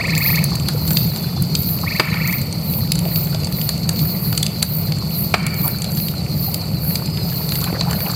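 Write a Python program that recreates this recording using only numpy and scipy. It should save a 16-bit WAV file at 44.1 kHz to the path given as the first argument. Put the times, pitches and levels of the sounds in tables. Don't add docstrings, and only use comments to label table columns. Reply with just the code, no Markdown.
import sys
import numpy as np
from scipy import signal
from scipy.fft import rfft, irfft, next_fast_len
from scipy.io import wavfile
from scipy.ndimage import map_coordinates

SR = 44100
rng = np.random.default_rng(int(sys.argv[2]) if len(sys.argv) > 2 else 0)


def to_wav(s):
    ch = np.atleast_2d(s).T
    pcm = np.round(np.clip(ch, -1, 1) * 32767)
    wavfile.write(sys.argv[1], SR, pcm.astype(np.int16))


N = 359415

# frequency in Hz, relative strength in dB per Hz.
SNAP = [(4800, -43), (5600, -8.5), (6150, 1), (6860, -6), (7440, 4), (8070, 1.5), (8700, -5.5),
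        (9900, -2.5), (11000, -14.5)]
# frequency in Hz, relative strength in dB per Hz.
BODY = [(1200, -34), (1800, -19), (2400, -5), (3100, -6), (4100, -3), (4650, 7.5), (5100, -13), (5700, -11)]
# start in seconds, level in dB, time to die by 60 dB in seconds,
# thud in dB relative to the burst (before its trim), level of the wash that follows in dB.
BURSTS = [(1.9973, -6, 0.047, -7.5, -29.5), (5.3402, -5, 0.042, -8.5, -31)]


def amp(db):
    return 10 ** (np.asarray(db) / 20)


def unit(x):
    return x / np.sqrt(np.mean(x ** 2) + 1e-20)


def along(points, hz):
    f, v = np.transpose(points)
    return np.interp(np.log(hz + 1), np.log(f + 1), v)


def curves(rows):
    s, *cols = np.transpose(rows)
    return [np.interp(np.arange(N) / SR, s, c) for c in cols]


def wobble(rate):
    knots = rng.standard_normal(2048)
    return map_coordinates(knots, [np.arange(N) * rate / SR], mode="mirror")


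def filtered(x, response):
    m = next_fast_len(len(x) + 8192)
    hz = np.fft.rfftfreq(m, 1 / SR)
    return irfft(rfft(x, m) * response(hz), m)[:len(x)]


def resonance(f, centre, width):
    return 1j * f * width / (centre * centre - f * f + 1j * f * width)


def coloured(x, spectrum):
    lo, hi = spectrum[0][0], spectrum[-1][0]

    def response(hz):
        skirts = np.minimum(hz / lo, 1) ** 4 * np.minimum(hi / (hz + 1), 1) ** 4
        return amp(along(spectrum, hz)) * skirts

    return unit(filtered(x, response))


def noise(spectrum):
    return coloured(rng.standard_normal(N), spectrum)


def add(track, s, sound):
    start = round(s * SR)
    part = sound[max(-start, 0):max(N - start, 0)]
    track[max(start, 0):][:len(part)] += part


def fracture(t, hold, t60):
    onset = 1 - np.exp(-t / 0.000099)
    return onset * amp(-60 * np.maximum(t - hold, 0) / t60)


def burst_of(source, shape):
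    start = int(rng.random() * (N - len(shape)))
    piece = source[start:][:len(shape)] * shape
    return piece / np.std(piece[:SR // 250])


def night_air(air_db=-37):
    # frequency in Hz, relative strength in dB per Hz.
    night_colour = [(150, -60), (280, -12.5), (400, 2.5), (640, 1.5), (1000, -6.5), (1380, -9), (1620, -18),
                    (2300, -8), (3200, -16.5), (5000, -35), (5600, -45), (7500, -14.5), (10000, -17.5),
                    (16000, -58.5)]
    return amp(air_db + wobble(10.0)) * noise(night_colour)


def drones():
    # start in seconds, end in seconds, middle pitch in Hz, level in dB before it wavers.
    held_notes = [(1.0, 1.52, 3494, -48), (3.25, 3.7, 3520, -52), (4.7, 5.3, 3500, -53),
                  (2.0, 2.4, 6630, -53), (3.25, 4.4, 6630, -54), (7.0, 7.34, 4950, -35)]
    out = np.zeros(N)
    for start, end, middle_hz, db in held_notes:
        hz = middle_hz + 40 * wobble(200)
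        note = np.sin(2 * np.pi * np.cumsum(hz) / SR) * amp(db + 4 * wobble(90))
        size = int((end - start) * SR)
        add(out, start, note[:size] * signal.windows.tukey(size))
    return out


def cricket(chirps, top_hz, fall_hz, db, share):
    stroke = np.clip(1 - (1 - chirps % 1) / share, 0, 1)
    hz = top_hz - fall_hz * (1 + .15 * wobble(7)) * stroke ** 2
    hz += 30 * wobble(7) + 25 * wobble(300)
    swell = np.abs(np.sin(np.pi * stroke ** 1.2))
    swell *= amp(1.5 * wobble(6) + 2.5 * wobble(150))
    return amp(db) * swell * np.sin(2 * np.pi * np.cumsum(hz) / SR)


def crickets(chorus_db=-2.5, others_db=-38, count=7):
    # frequency in Hz, relative strength in dB per Hz.
    chorus_colour = [(3300, -20), (3900, -12), (4150, -2.5), (4470, 3.5), (4750, -2.5), (5050, -7.5),
                     (5500, -12)]
    # time in seconds, level in dB before chorus_db and the flutter are added.
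    chorus_level = [(0.0, -27), (1.23, -32), (1.43, -30.5), (2.09, -31.5), (2.61, -34), (3.22, -32.5),
                    (6.17, -33.5), (6.42, -30.5), (6.7, -35.5), (8.15, -28.5)]
    # start of a cycle in seconds, chirps per second,
    # slowing in chirps per second each second.
    near_pace = [(-.002, 7.06, .044), (-.1, 6.13, 0)]
    # top pitch in Hz and fall in Hz, both before wavering,
    # level in dB before flutter, sounding share of a cycle.
    near_voices = [(4317, 385, -31, 0.48), (4600, 410, -37.5, 0.39)]
    t = np.arange(N) / SR
    level_db = curves(chorus_level)[0] + chorus_db + 2.68 * wobble(60)
    out = amp(level_db) * noise(chorus_colour)
    for start, pace, size in rng.random((count, 3)):
        chirps = start + (6 + 2 * pace) * t + 0.1013 * wobble(2.6)
        out += cricket(chirps, top_hz=4400 + 380 * size, fall_hz=257.5, db=others_db, share=.4)
    for (start, rate, slowing), voice in zip(near_pace, near_voices):
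        chirps = (rate - slowing * t / 2) * (t - start)
        out += cricket(chirps, *voice)
    return out


def katydid(stroke_hz=265, high_db=0, low_db=0, far_sway_db=2, uneven_db=1):
    # frequency in Hz, relative strength in dB per Hz.
    upper_colour = [(12300, -20), (13200, -10), (13700, -6), (14050, 1.5), (14450, -3), (15000, -13),
                    (15550, -16), (15900, -18)]
    # frequency in Hz, relative strength in dB per Hz.
    lower_colour = [(9500, -25), (10500, -13.5), (11200, 1.5), (11600, 9), (12000, 1), (12600, 2),
                    (13400, -30)]
    # crest in seconds, level in dB, lower resonance in dB relative to the upper,
    # half length in seconds.
    swell_rows = [(0.284, -21, -9, 0.089), (0.97, -24, -8, 0.13), (1.203, -39, -0.5, 0.13),
                  (1.686, -24, -6.5, 0.096), (1.95, -39, -4, 0.057), (2.322, -26, -19, 0.083),
                  (2.745, -25.5, -4.5, 0.079), (3.174, -25.5, -14, 0.11), (3.613, -27.5, -4.5, 0.086),
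                  (4.067, -25.5, -13, 0.11), (4.277, -27.5, -3.5, 0.084), (4.755, -25, -12, 0.1),
                  (5.202, -26.5, -3, 0.085), (5.65, -24, -9, 0.076), (6.02, -28, -1, 0.088),
                  (6.46, -27.5, -7, 0.11), (6.91, -29, -1, 0.086), (7.38, -29.5, -8, 0.12),
                  (7.577, -28.5, 0, 0.091), (8.036, -28, -7, 0.12)]
    swell_shape = 1.6
    far_high_db, far_low_db = -45, -44.5
    t = np.arange(N) / SR
    far = amp(far_sway_db * wobble(3.7))
    upper, lower = amp(far_high_db) * far, amp(far_low_db) * far
    for s, db, lower_rel, half in swell_rows:
        swell = amp(db) * np.exp(-np.abs((t - s) / half) ** swell_shape)
        upper = np.hypot(upper, swell)
        lower = np.hypot(lower, amp(lower_rel) * swell)
    phase = 2 * np.pi * np.cumsum(stroke_hz * (1 + 0.19 * wobble(40))) / SR
    scrape = (1 + .3 * np.sin(phase)) * amp(1.5 * wobble(700) + .8 * wobble(90))
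    teeth = scrape * amp(uneven_db * wobble(25)) * rng.standard_normal(N)
    high_rasp = amp(high_db) * upper * coloured(teeth, upper_colour)
    low_rasp = amp(low_db) * lower * coloured(teeth, lower_colour)
    return high_rasp + low_rasp


def frog(pulse_gap=.0415, echo_s=.047, echo_db=-13, pitch_scatter=.012, jitter=0.016):
    # first pulse in seconds, last pulse in seconds, level in dB before scatter and the sac.
    trill_rows = [(.009, 0.381, -17), (1.876, 2.335, -20)]
    # seconds from its middle, pitch in Hz before scatter, relative level in dB.
    pulse_rows = [(-.018, 816, -30), (-.009, 912, -3), (0, 1076, -7.5), (.006, 1193, -0.5),
                  (0.01, 1300, -6), (0.017, 1310, -11)]
    # multiple of the pitch, relative level in dB before the sac.
    harmonics = [(1, -13.5), (2, -2.5), (3, -18)]
    # frequency in Hz, width in Hz, boost in dB.
    sac_hz, sac_width, boost_db = (2180, 140, 8.9)
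    out = np.zeros(N)
    when, pitch, level = np.transpose(pulse_rows)
    t = np.arange(when[0], when[-1], 1 / SR)
    waver = 1 + jitter * wobble(300)
    for first, last, db in trill_rows:
        for s in np.linspace(first, last, round((last - first) / pulse_gap) + 1):
            sweep = np.interp(t * (1 + .1 * rng.normal()), when, pitch)
            sweep *= waver[abs(round(s * SR)):][:len(t)] + pitch_scatter * rng.normal()
            phase = 2 * np.pi * np.cumsum(sweep) / SR
            voice = sum(amp(part_db) * np.sin(round(k) * phase) for k, part_db in harmonics)
            pulse = amp(db + np.interp(t, when, level) + rng.normal()) * voice
            add(out, s + when[0], pulse)
            add(out, s + when[0] + echo_s, amp(echo_db) * pulse)
    out = filtered(out, lambda f: 1 + (amp(boost_db) - 1) * resonance(f, sac_hz, sac_width))
    return out * (1 + .18 * wobble(600))


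def yard(x, delay=.012):
    # frequency in Hz, time for the tail to die by 60 dB in seconds.
    dying_times = [(200, 0.16), (2200, 0.71), (5000, 0.25), (12000, 0.18)]
    hz, t, z = signal.stft(rng.standard_normal(SR), SR, nperseg=256)
    decay = amp(-60 * t / along(dying_times, hz)[:, None])
    tail = signal.istft(z * decay, SR, nperseg=256)[1]
    tail = np.pad(tail / np.linalg.norm(tail), (round(delay * SR), 0))
    return signal.fftconvolve(x, tail)[:N]


def wash(flutter_db=3.0):
    # frequency in Hz, relative strength in dB per Hz.
    wash_colour = [(700, -21), (1150, -13.5), (1380, -5.5), (1580, -20), (1790, -8), (2080, -16), (2320, 5),
                   (2480, -14), (2750, -14.5), (4000, -42)]
    crest_s, steepness = 0.092, .85
    level, age = np.zeros(N), np.arange(SR) / SR / crest_s
    for s, *_, db in BURSTS:
        add(level, s, amp(db) * (age * np.exp(1 - age)) ** steepness)
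    return level * amp(flutter_db * wobble(50)) * noise(wash_colour)


def flames(flutter_db=1.0, sway_db=1.0):
    # frequency in Hz, relative strength in dB per Hz.
    rush_colour = [(25, -42), (35, -42), (50, -19), (65, -12.5), (100, -7.5), (130, -5), (158, 0.5),
                   (172, -2), (190, -8.5), (212, -10), (250, -23), (300, -20), (380, -27.5)]
    start_db, fade_db_per_s = -19.5, 0.23
    level_db = start_db - fade_db_per_s * np.arange(N) / SR
    rush = noise(rush_colour) * amp(flutter_db * wobble(30) + sway_db * wobble(6))
    return amp(level_db) * unit(rush)


def rustle(count=20, spread_db=3, tilt_db_per_octave=-1.5):
    from_s, to_s, base_db = 6.9, 8.9, -32
    low_hz, high_hz, half_length_s = 656, 3220, 0.0078
    order, (late, size, pitch) = np.arange(count), rng.random((count, 3)).T
    when = from_s + (to_s - from_s) * (order + late) / count
    hz = low_hz * (high_hz / low_hz) ** pitch
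    db = base_db + spread_db * size + tilt_db_per_octave * np.log2(hz / low_hz)
    return list(zip(when, db, hz, np.full(count, half_length_s)))


def blips(width=0.19, level_db=0, scuff_db=-7):
    # middle in seconds, level in dB, pitch in Hz, half length in seconds.
    blip_rows = [(1.84, -23, 1020, 0.0091), (3.06, -29, 610, 0.02), (3.349, -21.5, 650, 0.0074),
                 (5.657, -28.5, 980, 0.031), (6.486, -31, 706, 0.016), (7.626, -30, 1200, 0.017),
                 (7.676, -31.5, 2320, 0.015), (7.69, -33, 1400, 0.019), (7.761, -31.5, 1790, 0.022),
                 (7.878, -28, 850, .028), (8.065, -27.5, 2650, .009), (8.068, -31, 910, 0.02),
                 (8.101, -28, 1210, 0.013)]
    out = np.zeros(N)
    scuff = noise([(300, 18), (900, 5), (1600, -15), (2400, -5), (3500, -12), (6000, -25)])
    scuff = unit(scuff * amp(8.6 * wobble(250)))
    for s, db, hz, half in blip_rows + rustle():
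        band = lambda f: 1 / (1 + ((f - hz) / (width * hz)) ** 2)
        grain = filtered(rng.standard_normal(SR // 4), band)[:int(2 * half * SR)]
        scuff_start = int(rng.random() * (N - SR))
        grain = unit(grain) + amp(scuff_db) * scuff[scuff_start:][:len(grain)]
        add(out, s - half, amp(db + level_db) * grain * np.hanning(len(grain)))
    return out


def patter(count=1500, middle_hz=1200, cycles=16, spread_db=4.5):
    # time in seconds, base level of a tick in dB before its random size and a doubling.
    tick_level = [(0, -36.5), (1.3, -38), (1.7, -42), (7.5, -42.5), (7.7, -33), (8.15, -33)]
    t = np.arange(SR // 30) / SR
    when, size, pitch = rng.random((count, 3)).T[:, :, None]
    hz = middle_hz * 2.5 ** (2 * pitch - 1)
    db = np.interp(when * N / SR, *np.transpose(tick_level)) - spread_db * np.log(size + 0.015)
    decay = amp(db - 60 * t * hz / cycles)
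    grains = decay * np.sin(2 * np.pi * hz * t) * (1 - np.exp(-t * hz))
    at = (when * N).astype(int) + np.arange(len(t))
    return np.bincount(at.ravel(), 2 * grains.ravel(), N)[:N]


def embers(count=520, db=-46, spread_db=6.5):
    out, t = np.zeros(N), np.arange(SR // 50) / SR
    snap, body = noise(SNAP), noise(BODY)
    shape = fracture(t, hold=.0005, t60=.009)
    for when, size, bright in rng.random((count, 3)):
        tick = bright * burst_of(snap, shape) + np.sqrt(1 - bright) * burst_of(body, shape)
        tick_db = db - spread_db * np.log(size + 0.018)
        add(out, when * N / SR, amp(tick_db) * tick)
    return out


def small_cracks(count=16, db=-32, fizz_db=-5, body_db=2, knock_db=-12, spread_db=2.0):
    splinter_hz, scatter = 4670, 0.11
    typical_db = np.array([db, fizz_db, body_db, knock_db])
    rows = []
    for when, pitch, *luck in rng.random((count, 6)):
        levels_db = typical_db + spread_db * (2 * np.array(luck) - 1)
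        ring_hz = splinter_hz * (1 + scatter * (2 * pitch - 1))
        rows.append((when * N / SR, *levels_db, ring_hz))
    return rows


def crackles(snap_db=0, fizz_db=0, body_db=-1, ring_db=-4, knock_db=-1, tear_s=0.0016):
    # start in seconds, snap level in dB, then fizz, body and knock in dB
    # relative to the snap (before the trims above), ringing pitch in Hz.
    crack_rows = [(0.151, -28, 0, 8, -13, 4900), (0.1782, -19.5, -2, -9, -24, 2510),
                  (0.357, -23, -9, -0.5, -20, 4600), (0.4406, -19, 3.5, -12, -22, 4650),
                  (0.554, -24.5, -2, 0, -24, 4210), (0.6855, -24, 3, 6, 0, 4240),
                  (0.877, -25, -17, -1, -10, 4870), (0.9065, -22, -13, -1, -2, 4450),
                  (0.9702, -21, -17, 9, -12, 4750), (1.1606, -27.5, -10, 1.5, -6, 4200),
                  (1.423, -34.5, 15.5, -12, -18, 4810), (1.5515, -18, -15, 3, -24, 4780),
                  (2.1417, -39.5, -8, 17, 15, 4560), (2.3289, -33, -15, -7, -17, 2006),
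                  (2.9189, -18.5, 2, 5, -31, 4940), (2.9546, -21.5, -13, -5, -15, 4440),
                  (2.99, -25, 2, 1, -25, 4640), (3.158, -30, -10, 13.5, -18, 4450),
                  (3.3463, -34.5, -21, 13, 2, 4880), (3.4451, -25.5, -18, -3, -21, 4800),
                  (3.6142, -29.5, -13, 7, -21, 4840), (3.6908, -20.5, -2, 5, -6, 4370),
                  (3.8912, -17, -5, 2, -9.5, 4440), (3.992, -30.5, -6, 11.5, -18, 4640),
                  (4.3271, -30, -13, 7, 5, 4820), (4.3765, -16.5, -7, 1.5, -34, 4680),
                  (4.4286, -15.5, -7, 0.5, -23, 3460), (4.4648, -21, -10, 2, -28, 4850),
                  (4.6264, -14.5, -1, 2.5, -11, 4110), (4.9213, -36.5, 1, 17.5, 0, 4420),
                  (5.466, -22, 1, 0.5, -8, 2230), (5.6785, -31.5, 17.5, -6, 4, 4350),
                  (5.843, -28, -2, 5.5, -10, 4400), (5.9717, -30.5, -13, 6.5, -3, 4730),
                  (6.084, -29.5, -5, 9, -22, 4740), (6.5433, -25.5, 7, 6, -27, 4800),
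                  (6.9552, -22.5, -10, 6.5, -25, 4770), (7.4902, -27, -7, 5.5, -17, 4220),
                  (7.5205, -31.5, 5, 9.5, 3, 3930), (7.5544, -24, -9, 1, -22, 4870),
                  (7.641, -25.5, 1, 3, -5, 4360), (7.8102, -27.5, -14, 10.5, 0, 4060),
                  (7.9104, -26.5, 0, -1, 1, 3020), (7.9302, -28, -14, 4, 5.5, 1690),
                  (8.0045, -34, 5, 7, 5, 2340), (8.1145, -27, -13, -3, -10, 4930)]
    # frequency in Hz, relative strength in dB per Hz.
    fizz_colour = [(9500, -9.5), (10600, -5), (11500, 5.5), (12600, -30), (14300, -7), (15800, -4)]
    # frequency in Hz, relative strength in dB per Hz.
    knock_colour = [(120, -35), (350, -1), (1200, -5), (1600, -1), (2400, -14)]
    out, t = np.zeros(N), np.arange(SR // 20) / SR
    snap, fizz, body, knock = noise(SNAP), noise(fizz_colour), noise(BODY), noise(knock_colour)
    for s, db, fizz_rel, body_rel, knock_rel, hz in crack_rows + small_cracks():
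        hold = tear_s * amp(db + 24.0) ** .5
        sharp, woody = fracture(t, hold, t60=.011), fracture(t, hold, t60=.016)
        crack = amp(snap_db) * burst_of(snap, sharp)
        crack += amp(fizz_rel + fizz_db) * burst_of(fizz, sharp)
        crack += amp(body_rel + body_db) * burst_of(body, woody)
        crack += amp(body_rel + ring_db) * 2 * np.sin(2 * np.pi * hz * t) * woody
        crack += amp(knock_rel + knock_db) * burst_of(knock, fracture(t, hold, t60=0.05))
        add(out, s, amp(db) * crack)
    return out


def bursts(thud_gain_db=-4):
    # frequency in Hz, width in Hz, relative level in dB.
    log_modes = [(661, 110, -9), (885, 53, -1), (1230, 240, -7), (1785, 28, -6), (2316, 80, 1),
                 (4290, 240, -13.5), (4770, 72, -7), (8350, 270, -23)]
    out, t = np.zeros(N), np.arange(SR // 8) / SR

    def ringing(f):
        return sum((-1) ** k * amp(db) * resonance(f, centre, width)
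                   for k, (centre, width, db) in enumerate(log_modes))

    wood = unit(filtered(rng.standard_normal(N), ringing))
    thud = noise([(120, -15), (310, 3.5), (480, -1.5), (900, -13)])
    for s, db, t60, thud_db, _ in BURSTS:
        ring = burst_of(wood, fracture(t, hold=0.00047, t60=t60))
        thump = burst_of(thud, fracture(t, hold=0.0053, t60=0.051))
        add(out, s, amp(db) * (ring + amp(thud_db + thud_gain_db) * thump))
    return out


def scene():
    pops = crackles() + embers() + patter() + bursts()
    trill = frog()
    echoes = amp(-14.0) * yard(pops) + amp(-14.5) * yard(trill)
    insects = crickets() + drones() + katydid()
    fire = flames() + pops + wash() + blips()
    return (night_air() + insects + trill + fire + echoes)[None]


def gain_control(x, threshold_db=0.5, attack_s=0.0075, release_db_per_s=14):
    recovery = release_db_per_s * np.arange(N) / SR
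    over_db = np.maximum(20 * np.log10(np.abs(x) + 1e-9) - threshold_db, 0)
    held_db = np.maximum.accumulate(over_db + recovery) - recovery
    keep = np.exp(-1 / (attack_s * SR))
    cut_db = signal.lfilter([1 - keep], [1, -keep], held_db)
    return x * amp(-cut_db)


def record(dry):
    # frequency in Hz, width in Hz, boost or cut in dB.
    port_rows = [(1615, 76, -23), (3230, 110, -38), (5494, 360, -21), (7190, 210, -29), (7374, 52, 8.5),
                 (8160, 470, -24.5), (8550, 62, 7.5), (9520, 61, -27), (9690, 130, 10), (9740, 290, -37),
                 (12070, 140, 6.5), (13550, 200, -32), (13100, 120, 8), (12140, 400, -31),
                 (14480, 100, 10.5)]
    ceiling, top_hz = .88, 15850

    def port(f):
        return np.prod([1 + (amp(db) - 1) * resonance(f, centre, width)
                        for centre, width, db in port_rows], axis=0)

    heard = gain_control(filtered(dry[0], port))
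    rounded = heard / (1 + np.abs(heard / ceiling) ** 6) ** (1 / 6)
    return filtered(rounded, lambda hz: hz < top_hz)[None]


dry = scene()
out = record(dry)
to_wav(out)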